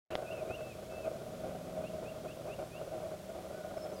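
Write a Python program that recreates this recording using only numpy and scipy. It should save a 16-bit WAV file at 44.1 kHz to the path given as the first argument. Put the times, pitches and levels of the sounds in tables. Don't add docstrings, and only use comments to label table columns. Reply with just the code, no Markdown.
import sys
import numpy as np
from scipy import signal
from scipy.fft import rfft, irfft
from scipy.io import wavfile
from scipy.ndimage import uniform_filter1d

SR = 44100
rng = np.random.default_rng(int(sys.argv[2]) if len(sys.argv) > 2 else 0)


def master(y):
    cut = np.clip(np.atleast_2d(y).T, -1, 1)
    pcm = np.round(cut * 32767)
    wavfile.write(sys.argv[1], SR, pcm.astype(np.int16))


N = 176400


def undb(db):
    return 10 ** (np.asarray(db) / 20)


def unit(x):
    return x / np.sqrt(np.mean(x ** 2))


def walk(rate):
    hold = max(int(SR / rate), 2)
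    steps = np.repeat(rng.standard_normal(N // hold + 1), hold)
    return unit(uniform_filter1d(uniform_filter1d(steps, hold), hold // 2)[:N])


def colour(points):
    hz, db = np.array(points, float).T
    return undb(np.interp(np.log(np.fft.rfftfreq(N, 1 / SR) + 1), np.log(hz), db))


def noise(gain):
    return unit(irfft(rfft(rng.standard_normal(N)) * gain, N))


def tone(hz, waver=0.00303):
    wavering_hz = hz * (1 + waver * walk(120))
    return np.sqrt(2) * np.sin(2 * np.pi * np.cumsum(wavering_hz) / SR)


def swell(u, attack, release):
    return np.sin(np.pi / 2 * np.clip(np.minimum(u / attack, (1 - u) / release), 0, 1))


def bump(t, middle, length):
    return 2 ** -np.minimum((2 * (t - middle) / length) ** 2, 100)


def glides(t, notes, attack, release):
    out = np.zeros(N)
    for start, length, from_hz, to_hz, db in notes:
        u = (t - start) / length
        out += undb(db) * tone(np.interp(u, [0, 1], [from_hz, to_hz])) * swell(u, attack, release)
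    return out


def hiss():
    # (f/Hz, relative spectral level/dB)
    spectrum = [(20, -44), (45, -6.5), (75, -2), (150, -5), (280, -5.5), (500, -5), (900, -16.5),
                (1800, -21.5), (2900, -23.5), (3350, -20.5), (3900, -23.5), (7000, -26), (11000, -28.5),
                (16000, -33.5)]
    return undb(-52) * noise(colour(spectrum))


def traffic(t):
    # (t/s, cycle rate/Hz, level/dB)
    run = [(0, 12, -65), (0.501, 13.2, -56), (1.001, 15.4, -57.5), (1.5, 17.7, -52.5), (2., 18.6, -54.5),
           (2.3, 19.7, -55.5), (2.6, 24, -80), (4., 23, -81)]
    # (multiple of the cycle rate, relative level/dB)
    orders = [(4, -12.5), (10, -5), (11, -4), (12, -8), (13, -19), (14, -0.5)]
    # (onset t/s, duration/s, initial f/Hz, final f/Hz, level/dB)
    drone_notes = [(-.5, 3.8, 124.5, 124.6, -62), (0.898, 2.5, 155, 163, -57.5),
                   (2.905, 1.6, 190.5, 189, -58), (3.1, 0.89, 163.7, 166, -62.5)]
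    when, cycle_hz, level_db = np.array(run).T
    hz = np.interp(t, when, cycle_hz)
    harmonics = sum(undb(db + 2.7 * walk(3.86)) * tone(round(k) * hz) for k, db in orders)
    engine = unit(harmonics) * undb(np.interp(t, when, level_db))
    drones = glides(t, drone_notes, attack=0.2, release=0.18) * undb(0.94 * walk(6.1))
    return engine + drones


def wind(t):
    # (centre t/s, duration/s, level/dB)
    puffs = [(0.128, 0.053, -39), (0.192, 0.015, -35.5), (0.224, 0.0099, -35.5), (0.38, 0.07, -42),
             (0.479, 0.01, -37.5), (0.509, 0.011, -32.5), (0.604, 0.023, -41), (0.67, 0.0099, -47),
             (0.794, 0.0094, -47), (0.822, 0.01, -47), (0.937, 0.023, -43.5), (1.067, .035, -39.5),
             (1.449, 0.022, -41), (1.507, 0.042, -42.5), (1.779, 0.028, -41), (1.818, 0.044, -44.5),
             (2.037, 0.033, -45), (2.27, .04, -42), (2.395, .02, -53), (2.483, 0.022, -39),
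             (2.595, .014, -38.5), (2.621, 0.023, -40.5), (2.819, 0.015, -41), (2.88, 0.0077, -47),
             (2.936, 0.019, -45), (3.027, 0.051, -42.5), (3.133, 0.025, -41.5), (3.303, 0.012, -48),
             (3.354, 0.027, -44), (3.457, 0.029, -46), (3.518, 0.014, -54), (3.742, 0.0065, -40),
             (3.776, 0.011, -41.5), (3.872, 0.018, -48), (3.931, 0.017, -43)]
    # (centre t/s, duration/s, depth/dB)
    lulls = [(0.743, 0.14, 3.5), (.885, 0.03, 7), (1.887, 0.039, 3), (2.123, .08, 1), (2.326, .05, 7),
             (2.581, 0.017, 12), (2.703, .04, 11), (3.225, 0.077, 11)]
    # (f/Hz, relative spectral level/dB)
    turbulence = [(40, -24.5), (120, -15.5), (270, -23), (350, -9), (470, -13), (570, -5.5), (690, -40),
                  (800, -22), (900, -26.5), (1250, -24), (1330, -31.5), (1520, -24.5), (1700, -41.5),
                  (2300, -33.5), (4500, -50.5), (16000, -65)]
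    # (f/Hz, bandwidth/Hz, relative level/dB)
    resonances = [(629.9, 53.3, 3), (741, 48, -7.5), (558, 37, -10), (1240, 110, -26), (1400, 80, -21)]
    breeze_db, flutter_db, eddy_db = -46, 2.5, 1.12
    lull_db = sum(db * bump(t, middle, length) for middle, length, db in lulls)
    breeze = undb(breeze_db + flutter_db * walk(80) - lull_db)
    puff_power = sum(undb(db) ** 2 * bump(t, middle, length) for middle, length, db in puffs)
    force = np.sqrt(breeze ** 2 + puff_power)
    f = np.fft.rfftfreq(N, 1 / SR)
    body_power = sum((undb(db) / (1 + (2 * (f - hz) / width) ** 2)) ** 2 for hz, width, db in resonances)
    buffeting = noise(np.sqrt(colour(turbulence) ** 2 + body_power))
    return force * buffeting * undb(eddy_db * walk(160))


def tick(t):
    # (f/Hz, T60/s, relative level/dB)
    modes = [(480, 0.01, -25), (725, 0.0073, 4.5), (1290, 0.0025, 3), (2050, 0.0074, -5.5),
             (3260, 0.0032, 2.5), (5060, 0.0052, -13)]
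    # (f/Hz, relative spectral level/dB)
    friction = [(300, -10), (1500, -4), (2200, -5), (2850, 1), (3300, -13), (4000, -12), (5000, -24),
                (12000, -42)]
    tick_s, rebound_s, contact_hz = 0.1539, 0.0077, 5500
    age = np.maximum(t - tick_s, 0)
    ring = np.zeros(N)
    for hz, t60, db in modes:
        decay = np.exp(-np.log(1000) * np.minimum(age / t60, 10))
        ring += undb(db) * np.sin(2 * np.pi * hz * age) * decay
    soft_contact = signal.butter(6, contact_hz, fs=SR, output="sos")
    tap = signal.sosfilt(soft_contact, ring)
    rebound = undb(-17) * np.interp(t - rebound_s, t, tap)
    brush = undb(-50.5) * bump(t, middle=0.112, length=0.06) * noise(colour(friction))
    return undb(-25.5) * (tap + rebound) + brush


def scatter(x, t, t60):
    response = rng.standard_normal(SR) * np.exp(-np.log(1000) * t[:SR] / t60)
    return signal.fftconvolve(x, response / np.linalg.norm(response))[:N]


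def surroundings(song, t):
    echo_s = 0.066
    shore = undb(-14) * np.interp(t - echo_s, t, song)
    branches = undb(-13) * scatter(song, t, t60=0.08)
    woods = undb(-13) * scatter(song, t, t60=0.4)
    return song + shore + branches + woods


def whistles(t, notes, contour, attack, release):
    out = np.zeros(N)
    fractions, hz = np.array(contour).T
    for start, length, db in notes:
        u = (t - start) / length
        out += undb(db) * tone(np.interp(u, fractions, hz)) * swell(u, attack, release)
    return out


def birds(t):
    # (onset t/s, duration/s, level/dB)
    slur_notes = [(0.25, .1, -52), (0.477, 0.1, -50), (1.823, 0.076, -57), (2.035, 0.084, -57),
                  (2.256, 0.086, -57), (2.481, .078, -54.5), (2.698, 0.11, -57)]
    # (fraction of duration, f/Hz)
    slur_contour = [(0, 2390), (.25, 2470), (.48, 2616), (.68, 2766), (.75, 2797), (.8, 3046), (.86, 2685),
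                    (1, 2560)]
    # (onset t/s, duration/s, level/dB)
    arch_notes = [(0.225, .205, -57.5), (0.542, 0.21, -58), (0.884, .2, -58)]
    # (fraction of duration, f/Hz)
    arch_contour = [(0, 2667), (.2, 2615), (.5, 2657), (.7, 2646), (.85, 2494), (1, 2220)]
    # (onset t/s, duration/s, level/dB)
    call_notes = [(0.184, 0.2, -62), (3.523, 0.225, -62)]
    # (fraction of duration, f/Hz)
    call_contour = [(0, 1446), (.2, 1505), (.5, 1460), (.78, 1450), (1, 1420)]
    # (onset t/s, duration/s, initial f/Hz, final f/Hz, level/dB)
    thin_notes = [(3.765, 0.04, 5340, 5270, -58.5), (3.799, 0.063, 5280, 5274, -54.5),
                  (3.932, .02, 6080, 6020, -65), (3.954, .022, 5100, 4970, -62),
                  (3.975, .04, 4830, 4770, -59.5)]
    slurs = whistles(t, slur_notes, slur_contour, attack=0.74, release=0.47)
    arches = whistles(t, arch_notes, arch_contour, attack=0.34, release=0.23)
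    calls = whistles(t, call_notes, call_contour, attack=0.18, release=0.5)
    return slurs + arches + calls + glides(t, thin_notes, attack=0.65, release=0.41)


def scene():
    t = np.arange(N) / SR
    return (surroundings(birds(t), t) + wind(t) + tick(t) + traffic(t) + hiss())[None]


def record(dry):
    open_s, fade_s, muted_db, cutoff_hz = 0.1034, 0.0034, -58.5, 15900
    opening = np.clip((np.arange(N) / SR - open_s) / fade_s, undb(muted_db), 1)
    lowpass = signal.ellip(12, 0.1, 80, cutoff_hz, fs=SR, output="sos")
    return signal.sosfilt(lowpass, dry * opening)


dry = scene()
out = record(dry)
master(out)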